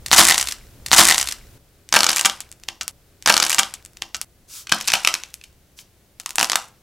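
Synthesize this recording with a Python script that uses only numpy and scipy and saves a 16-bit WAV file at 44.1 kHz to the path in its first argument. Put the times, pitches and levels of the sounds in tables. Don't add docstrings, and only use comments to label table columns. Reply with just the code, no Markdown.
import sys
import numpy as np
from scipy import signal
from scipy.fft import rfft, irfft
from scipy.io import wavfile
from scipy.ndimage import uniform_filter1d

SR = 44100
rng = np.random.default_rng(int(sys.argv[2]) if len(sys.argv) > 2 else 0)


def wrap_up_sound(samples):
    columns = np.atleast_2d(samples).T
    tamed = np.clip(columns, -1, 1)
    steps = np.round(tamed * 32767).astype(np.int16)
    wavfile.write(sys.argv[1], SR, steps)


N = 300762

# start_s, level_db (over 4 ms), ring_hz, treble_db, tear_ms
MAIN_CRACKS = [(0.0613, -21.5, 4440, -2, 4.1), (.0837, -30.5, 5100, -3.5, .8),
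               (.1077, -33, 4233, -6.5, 2.1), (0.115, -4.5, 3950, -11.5, 0.85), (0.1226, -14, 2280, 1, 4.3),
               (0.1293, -2, 6800, -10, 2), (0.136, -4, 3980, -2.5, 1.2), (0.1402, -11, 5950, -5, 3.5),
               (0.1467, -11.5, 6760, 0, 0.86), (0.1621, -8, 6930, -2.5, 13), (.171, -10.5, 6680, -2, 10),
               (0.181, -3.5, 4570, -0.5, 3.7), (.1854, -4, 2730, -9.5, 2.8), (0.1898, 4.5, 4800, 1.5, 0.64),
               (.1925, -4, 924, -7, 1.4), (0.1948, 0.5, 3700, -4.5, 0.74), (0.204, -5, 3440, -2.5, 1.9),
               (0.2092, -7, 3750, -4.5, 1), (0.2133, -9.5, 4510, -5.5, 2.2), (.224, -11.5, 7900, -3.5, 7.6),
               (0.2353, -14.5, 8220, -3, 2.6), (0.2445, -13, 8460, -2, 3), (.252, -8.5, 4480, -1.5, .9),
               (0.269, -13.5, 7870, -3.5, .7), (0.2744, -10.5, 7460, 3, 0.5), (0.2852, -6, 1950, -0.5, 4.2),
               (0.2976, -6.5, 4700, -3, 0.5), (.3034, -9, 2000, -3, 1), (0.3096, -6.5, 1904, -5, 1.2),
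               (0.3227, -9.5, 3780, -9, 0.7), (0.344, -12.5, 3830, -5, 1.7), (0.357, -21, 1940, -10, 0.66),
               (0.3797, -10, 7350, -6, 1.5), (.3853, -26, 8480, 6, .3), (0.397, -17.5, 5940, -9, 3.5),
               (.4121, -14, 7240, -2.5, 2.9), (0.427, -18, 7200, -5, 1.3), (0.4723, -20.5, 4020, -4, 1.8),
               (0.4864, -19, 4030, -2.5, 2.9), (0.511, -25, 5870, -4, 2.3), (.522, -21, 5430, -3, 3.4),
               (1.89, -34.5, 6390, -4, .5), (1.9248, -28.5, 4920, -17.5, 1.3), (1.926, -9, 6030, -9.5, 3.6),
               (1.94, -5.5, 1750, -2, 0.88), (1.946, -12, 1780, -13.5, 2.6), (1.9528, -12, 1780, -11.5, 2),
               (1.9618, -6, 1780, -3, 4.5), (1.9661, -2.5, 2710, -20.5, 0.79),
               (1.99, -12.5, 5730, -4, 0.84), (2.0057, -8.5, 4830, -8, 2.6), (2.0322, -8.5, 4020, -7, 1),
               (2.0431, -10, 6150, -6, 1.5), (2.0658, -9.5, 6760, -9.5, 1.7), (2.0899, -12, 4820, -14, 2.3),
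               (2.0935, -9.5, 4700, -0.5, 1.2), (2.103, -14, 5730, -13, 4.4),
               (2.1161, -18.5, 5510, 1, 0.99), (2.1298, -16.5, 8100, -9.5, 5),
               (2.1618, -12.5, 6850, 1, 0.19), (2.1686, -15, 2500, 0, 3.3),
               (2.1824, -15.5, 6720, -7.5, 0.75), (2.1941, -13.5, 2970, -3, 5),
               (2.2113, -12.5, 7000, -2, 0.75), (2.2486, -10, 2500, -12, 4.3), (2.2563, -4, 8000, -1, 0.35),
               (2.26, -8, 3130, -11, 1.7), (2.2976, -17, 3270, -10.5, 0.72), (2.405, -24.5, 7480, -2, 0.17),
               (2.5159, -35, 7600, 2, 0.14), (2.5261, -39, 6900, -2, 0.36), (2.636, -37, 7060, -9, 1.2),
               (2.684, -41, 5510, -7, 0.41), (2.6869, -19, 3320, -12, 0.61),
               (2.811, -18.5, 7020, -13, 0.16), (2.8322, -32, 6290, 1, 0.16), (2.88, -20, 5400, 2, 0.28),
               (4.6706, -30, 1577, -14, 1.85), (4.694, -25, 2960, -8, 4.5), (4.7181, -16, 1650, -6.5, 6.6),
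               (4.722, -5, 1600, -16, 1), (4.723, -9.5, 3080, -11, 1.8), (4.7462, -25.5, 3080, 5, 1.2),
               (4.803, -30.5, 2820, -3, .9), (4.8117, -22, 5940, -6, 0.18), (4.875, -16.5, 4420, -1.5, 8.2),
               (4.8791, -14.5, 5840, -1.5, 5.5), (4.8849, -14, 5670, -17.5, 0.37),
               (4.902, -16, 5900, -16, 2.7), (4.9191, -16.5, 1790, -6, 1.2), (4.9335, -20, 5700, -8, 0.87),
               (4.937, -2, 2760, -7, 0.7), (4.9534, -17, 2450, -10, 2), (5.0483, -9.5, 2620, -9.5, 2.3),
               (5.074, -5.5, 2676, -8, 1.9), (5.0865, -18.5, 2512, -14, 1), (5.1407, -13, 6150, -7, 1.7),
               (5.1518, -22, 4060, -12, 0.74), (5.2357, -26.5, 5900, -10, 1),
               (5.3415, -28.5, 5700, 4, 0.076), (5.413, -40.5, 2630, -13, 1.6),
               (5.4384, -36, 2980, -5, 4.3), (5.7896, -37, 3140, -28.5, 1.7), (6.1994, -28, 6530, -2, 0.46),
               (6.2607, -20, 6660, -4.5, 1.2), (6.2925, -30, 5630, -1, 0.44),
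               (6.3068, -26.5, 6540, -3, 0.19), (6.3574, -19.5, 7640, 6, 0.17),
               (6.3833, -9.5, 2820, -10, 1.3), (6.3938, -15.5, 5070, -1, 2.7),
               (6.4011, -14, 4970, -12, 0.26), (6.4117, -10.5, 2890, -4, .5),
               (6.4291, -8, 2760, -3.5, 0.39), (6.4452, -14.5, 5430, -5, 0.41), (6.4982, -14, 4340, -8, 1),
               (6.518, -14, 6760, -7, 1.4), (6.5326, -16, 1190, -18, 0.44), (6.5564, -8, 1710, -4, 1.6)]
# pitch_hz, level_db
COAT_TONE = [(40, -24), (120, -28.5), (220, -11), (420, -12.5), (750, -2), (1300, 2), (2500, 4.5),
             (5000, 5), (8000, 7.5), (10500, 4.5), (13000, -1.5), (16000, -12)]
# start_s, ring_db, body_db, room_db, resonance_hz, resonance_db
MACARONS = [(0, 5, -5, 0.1, 1950, 3), (1.6, 6.5, -2, 0.5, 2800, 2.5), (4.3, 7, -5, 1.5, 2560, 5.5),
            (5.9, 4.5, -0.5, -0.5, 2750, 2)]
# start_s, end_s, small_cracks_db, crumbs_db
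SQUEEZES = [(.18, .28, -16, -29), (1.95, 2.2, -30.5, -38), (4.774, 5.1, -37.5, -44),
            (6.397, 6.46, -30.5, -45)]
# start_s, peak_db
COLLAPSES = [(0.113, -30), (0.128, -25.5), (0.189, -19), (0.207, -24.5), (1.951, -30.5), (2.089, -35.5),
             (4.719, -22.5)]
# start_s, end_s, ticks_per_s, lowest_peak_db
STRAINS = [(.08, .11, 120, -31), (.55, .77, 20, -41), (2.42, 2.87, 22, -41), (4.66, 4.87, 40, -36),
           (5.2, 5.55, 12, -44), (5.78, 5.84, 70, -44), (6.2, 6.37, 50, -37)]
# start_s, length_s, loudest_db
FINGER_SLIDES = [(4.473, 0.18, -36.5), (5.761, 0.071, -44.5)]
# pitch_hz, level_db
SKIN_TONE = [(290, -71.5), (500, -29), (603, -30.5), (739, -41.5), (806, -24), (1340, -14), (2000, -20),
             (2380, -13), (4240, -8.5), (5920, -4.5), (15800, -14)]
# pitch_hz, level_db
ECHO_TONE = [(100, -10.5), (300, -12), (450, -8), (600, -7), (900, -5.5), (2000, -13), (4000, -11),
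             (8000, -12), (15000, -11)]
# pitch_hz, decay_s
ECHO_DECAY = [(150, .42), (500, .35), (1500, .31), (5000, .29), (9000, .25), (15000, .2)]
# pitch_hz, width_hz, level_db
ROOM_NOTES = [(174, 14, 4.5), (215, 9.1, 9), (338, 8.5, 12), (503, 4, 3.1), (557, 6.1, 1)]
# pitch_hz, likeness (0 to 1)
ROOM_LIKENESS = [(100, .99), (2000, .98), (4000, .9), (8000, .82), (15000, .7)]
# loudest_s, level_db
HAND_PRESSES = [(.06, -43), (0.762, -57), (2.0, -63), (2.72, -59.5), (4.75, -65), (5.5, -63)]
# pitch_hz, level_db
RUMBLE_TONE = [(15, -20), (35, -9), (48, -9), (62, 0), (80, -8), (120, -13), (180, -22), (500, -34),
               (2000, -60), (8000, -90)]
# pitch_hz, level_db
NOISE_TONE = [(12, -36), (20, -4.5), (74, -10), (123, -7.5), (145, -13), (182, -13.5), (203, -16.5),
              (355, -16), (431, -18), (469, -21.5), (524, -18.5), (917, -27.5), (15800, -32.5)]
# pitch_hz, likeness (0 to 1)
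NOISE_LIKENESS = [(50, .95), (500, .9), (2000, .7), (10000, .4)]
# start_s, end_s, again_s
REPEATS = [(0, .777, .80079), (1.578, 2.912, 2.91268)]

LARGE_FRAGMENT_HZ = 2800


def cracks(size=1024, tear_gain=.38, snap_ms=.15, splinter_s=.012, beam_gain=.24, beam_hz=8000):
    direct, to_room = np.zeros((2, 2, N))
    t, hz = np.arange(size) / SR, np.fft.rfftfreq(size, 1 / SR)
    fade = np.minimum(2 - 2 * t / t[-1], 1)
    for start, db, ring_hz, treble_db, tear_ms in MAIN_CRACKS + small_cracks():
        tone_db, ring_db, room_db = fragment_tone(start, db, ring_hz, treble_db, hz)
        rip, grains, side_noise = rng.standard_normal((3, size))
        tearing = np.exp(-1000 * t / max(tear_ms, .1))
        splinter_db = -26 - 7 * np.exp(-tear_ms / snap_ms)
        splinters = amp(splinter_db) * grains * abs(grains) * np.exp(-t / splinter_s)
        force = tear_gain * (rip * tearing + splinters)
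        force[0] += 1
        blow = rfft(force)
        blow /= np.sqrt(uniform_filter1d(abs(blow) ** 2, size=25))
        fragment = ringing_filter(tone_db + ring_db)
        middle = irfft(blow * fragment)
        gain = fade * amp(db) * np.sqrt(.004 * SR) / np.linalg.norm(middle)
        beams = rfft(side_noise * tearing) / np.linalg.norm(side_noise * tearing)
        side = beam_gain * irfft(beams * fragment * np.minimum(hz / beam_hz, 2))
        add(direct, start, gain * np.array([middle + side, middle - side]))
        ring_share = .8 / (1 + (ring_hz / (1.4 * LARGE_FRAGMENT_HZ)) ** 4)
        spread = irfft(blow * ringing_filter(tone_db + ring_share * ring_db))
        room_gain = amp(room_db - 5 * np.exp(-tear_ms))
        add(to_room, start, room_gain * gain * spread[None])
    return direct, to_room


def fragment_tone(start, db, ring_hz, treble_db, hz, typical_db=-15, flatten_s=.16):
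    which = sum(start >= macaron[0] for macaron in MACARONS[1:])
    _, ring_db, body_db, room_db, shell_hz, shell_db = MACARONS[which]
    extra_db = db - typical_db
    ring_db += .13 * extra_db - 1.33 * np.log2(ring_hz / LARGE_FRAGMENT_HZ)
    body_db += .37 * extra_db - .13 * (treble_db + 6.5)
    room_db += .02 * extra_db
    squeezed_s = np.clip(start - SQUEEZES[which][0], 0, flatten_s)
    body_db += 7.5 - 14.5 * squeezed_s
    hollow_db = shell_db / (1 + ((hz - shell_hz) / 200) ** 2)
    tilt_db = look_up([(1200, body_db), (2300, 0), (5500, 0), (8800, treble_db)], hz)
    tone_db = look_up(COAT_TONE, hz) + hollow_db + tilt_db
    width_hz = .14 * ring_hz * np.sqrt(ring_hz / LARGE_FRAGMENT_HZ)
    notes = [(ring_hz, ring_db), (2.1 * ring_hz, ring_db - 7)]
    power = sum(amp(height) ** 2 / (1 + ((hz - pitch) / width_hz) ** 2) ** 2 for pitch, height in notes)
    return tone_db, 10 * np.log10(1 + power), room_db


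def small_cracks(count=64, per_s=85, spread_db=2.5, low_hz=2800, high_hz=8600, longest_tear_ms=2.8):
    rows = []
    for start, end, db, _ in SQUEEZES:
        place, pitch, brightness, length = rng.random((count, 4)).T
        when = start + (np.arange(count) + place - 2) / per_s
        force_db = squeeze_db(when, start, end)
        level_db = db + force_db + spread_db * rng.standard_normal(count)
        ring_hz = low_hz * (high_hz / low_hz) ** pitch
        treble_db = -6 + 9.5 * brightness
        candidates = np.transpose([when, level_db, ring_hz, treble_db, length * longest_tear_ms])
        rows += list(candidates[force_db > -20])
    return rows


def squeeze_db(t, start, end, grip_db_per_s=426, release_db_per_s=86):
    return -grip_db_per_s * np.maximum(start - t, 0) - release_db_per_s * np.maximum(t - end, 0)


def crumbs(per_s=900, spread_db=5, ring_s=.0013, pitches=16, size=256):
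    out, t = np.zeros((2, N)), np.arange(size) / SR
    tries = int(N / SR * 400)
    for hz in np.geomspace(1500, 11500, pitches):
        place, chance, strength = rng.random((3, tries))
        snaps = chance < per_s / pitches / tries * N / SR
        clicks = np.zeros(N)
        clicks[(place * N).astype(int)] = snaps * amp(-spread_db * np.log(strength + .016))
        flake = np.sin(2 * np.pi * hz * t) * np.exp(-t / (ring_s * np.sqrt(4000 / hz)))
        pan = rng.uniform(-.25, .25)
        out += np.outer([1 + pan, 1 - pan], signal.oaconvolve(clicks, flake)[:N])
    loudness = sum(amp(db + squeeze_db(np.arange(N) / SR, start, end)) for start, end, _, db in SQUEEZES)
    return loudness * unit_level(out)


def thumps(pitch_hz=225, length_s=.009):
    out, t = np.zeros((2, N)), np.arange(0, length_s, 1 / SR)
    push = -np.sin(2 * np.pi * pitch_hz * t) * np.hanning(len(t))
    for start, db in COLLAPSES:
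        add(out, start, amp(db) * np.array([push, push]) / abs(push).max())
    return out


def ticks(ring_s=.00013, size=128):
    out, t = np.zeros((2, N)), np.arange(size) / SR
    for start, end, per_s, db in STRAINS:
        for when, strength, pitch, pan in rng.random((round((end - start) * per_s), 4)):
            hz = 3000 + 6000 * pitch
            tick = (np.sin(2 * np.pi * hz * t) + rng.standard_normal(size)) * np.exp(-t / ring_s)
            gain = amp(db + 10 * strength) / abs(tick).max()
            stereo = np.outer([.75 + pan / 2, 1.25 - pan / 2], tick)
            add(out, start + when * (end - start), gain * stereo)
    return out


def finger_slides(grit=.12, sharpness=1.25):
    t = np.arange(N) / SR
    hiss = rng.standard_normal((2, N))
    roughness = np.exp(grit * unit_level(uniform_filter1d(rng.standard_normal(N), 60)))
    swell = sum(amp(db) * abs(np.sin(np.pi * np.clip((t - start) / length, 0, 1))) ** sharpness
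                for start, length, db in FINGER_SLIDES)
    return swell * unit_level(shape_noise(hiss * roughness, SKIN_TONE, ROOM_LIKENESS))


def room(sound, first_s=.0013, build_s=.014, early_db=-1, early_s=.022, size=24000):
    t = np.arange(size) / SR
    echoes = rng.standard_normal((2, size)) * (rng.random((2, size)) < .2)
    echoes *= np.clip((t - first_s) / build_s, 0, 1) * (1 + amp(early_db) * np.exp(-t / early_s))
    hz, frame_s, bands = signal.stft(echoes, SR, nperseg=256)
    decay = amp(-60 * frame_s / look_up(ECHO_DECAY, hz)[:, None])
    tail = signal.istft(bands * decay, SR, nperseg=256)[1][:, :size]
    tail = shape_noise(tail / np.linalg.norm(tail, axis=1, keepdims=True), ECHO_TONE, ROOM_LIKENESS)
    for pitch_hz, width_hz, db in ROOM_NOTES:
        note = np.exp(-np.pi * width_hz * t) * np.sin(2 * np.pi * pitch_hz * t)
        tail += amp(db) * 2 * np.pi * width_hz / SR * note
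    return signal.oaconvolve(sound, tail, axes=1)[:, :N]


def hand_rumble(resting_db=-67.5, settle_s=.36):
    t = np.arange(N) / SR
    presses = sum(amp(db) * np.exp(-abs(t - when) / settle_s) for when, db in HAND_PRESSES)
    rumble = shape_noise(rng.standard_normal((2, N)), RUMBLE_TONE, NOISE_LIKENESS)
    return (amp(resting_db) + presses) * unit_level(rumble)


def room_noise(final_db=-56.5):
    t = np.arange(N) / SR
    second_start_s, _, second_again_s = REPEATS[1]
    extra_db = np.select([t < second_start_s, t < second_again_s], [7, 1], 0)
    noise = shape_noise(rng.standard_normal((2, N)), NOISE_TONE, NOISE_LIKENESS)
    return amp(final_db + extra_db) * unit_level(noise)


def amp(db):
    return 10 ** (np.asarray(db) / 20)


def unit_level(sound):
    return sound / np.sqrt(np.mean(sound ** 2) + 1e-20)


def look_up(table, hz):
    pitches, values = np.transpose(table)
    return np.interp(np.log(hz + 1), np.log(pitches + 1), values)


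def add(mix, start_s, sound):
    part = mix[:, max(round(start_s * SR), 0):][:, :sound.shape[1]]
    part += sound[:, :part.shape[1]]


def ringing_filter(db):
    log_gain = np.log(amp(np.concatenate([db, db[-2:0:-1]])))
    return np.exp(np.conj(signal.hilbert(log_gain)))[:len(db)]


def shape_noise(pair, tone, likeness):
    spectra, hz = rfft(pair), np.fft.rfftfreq(pair.shape[1], 1 / SR)
    alike = np.clip(look_up(likeness, hz), 0, 1)
    middle, side = spectra[0] * np.sqrt((1 + alike) / 2), spectra[1] * np.sqrt((1 - alike) / 2)
    return irfft(np.array([middle + side, middle - side]) * amp(look_up(tone, hz)), pair.shape[1])


def scene():
    direct, to_room = cracks()
    handling = thumps() + crumbs() + ticks() + finger_slides()
    out = direct + handling + room(to_room + handling) + room_noise() + hand_rumble()
    for start, end, again in REPEATS:
        stretch = out[:, round(start * SR):round(end * SR)].copy()
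        out[:, round(again * SR):][:, :stretch.shape[1]] = stretch
    return out


def record(dry, balance_db=.36, cutoff_hz=16000):
    clipped = np.clip(dry * amp([[balance_db], [-balance_db]]), -.95, .95)
    low_pass = signal.firwin(255, cutoff_hz, window=("kaiser", 8), fs=SR)
    return signal.oaconvolve(clipped, low_pass[None], "same", axes=1)


dry = scene()
out = record(dry)
wrap_up_sound(out)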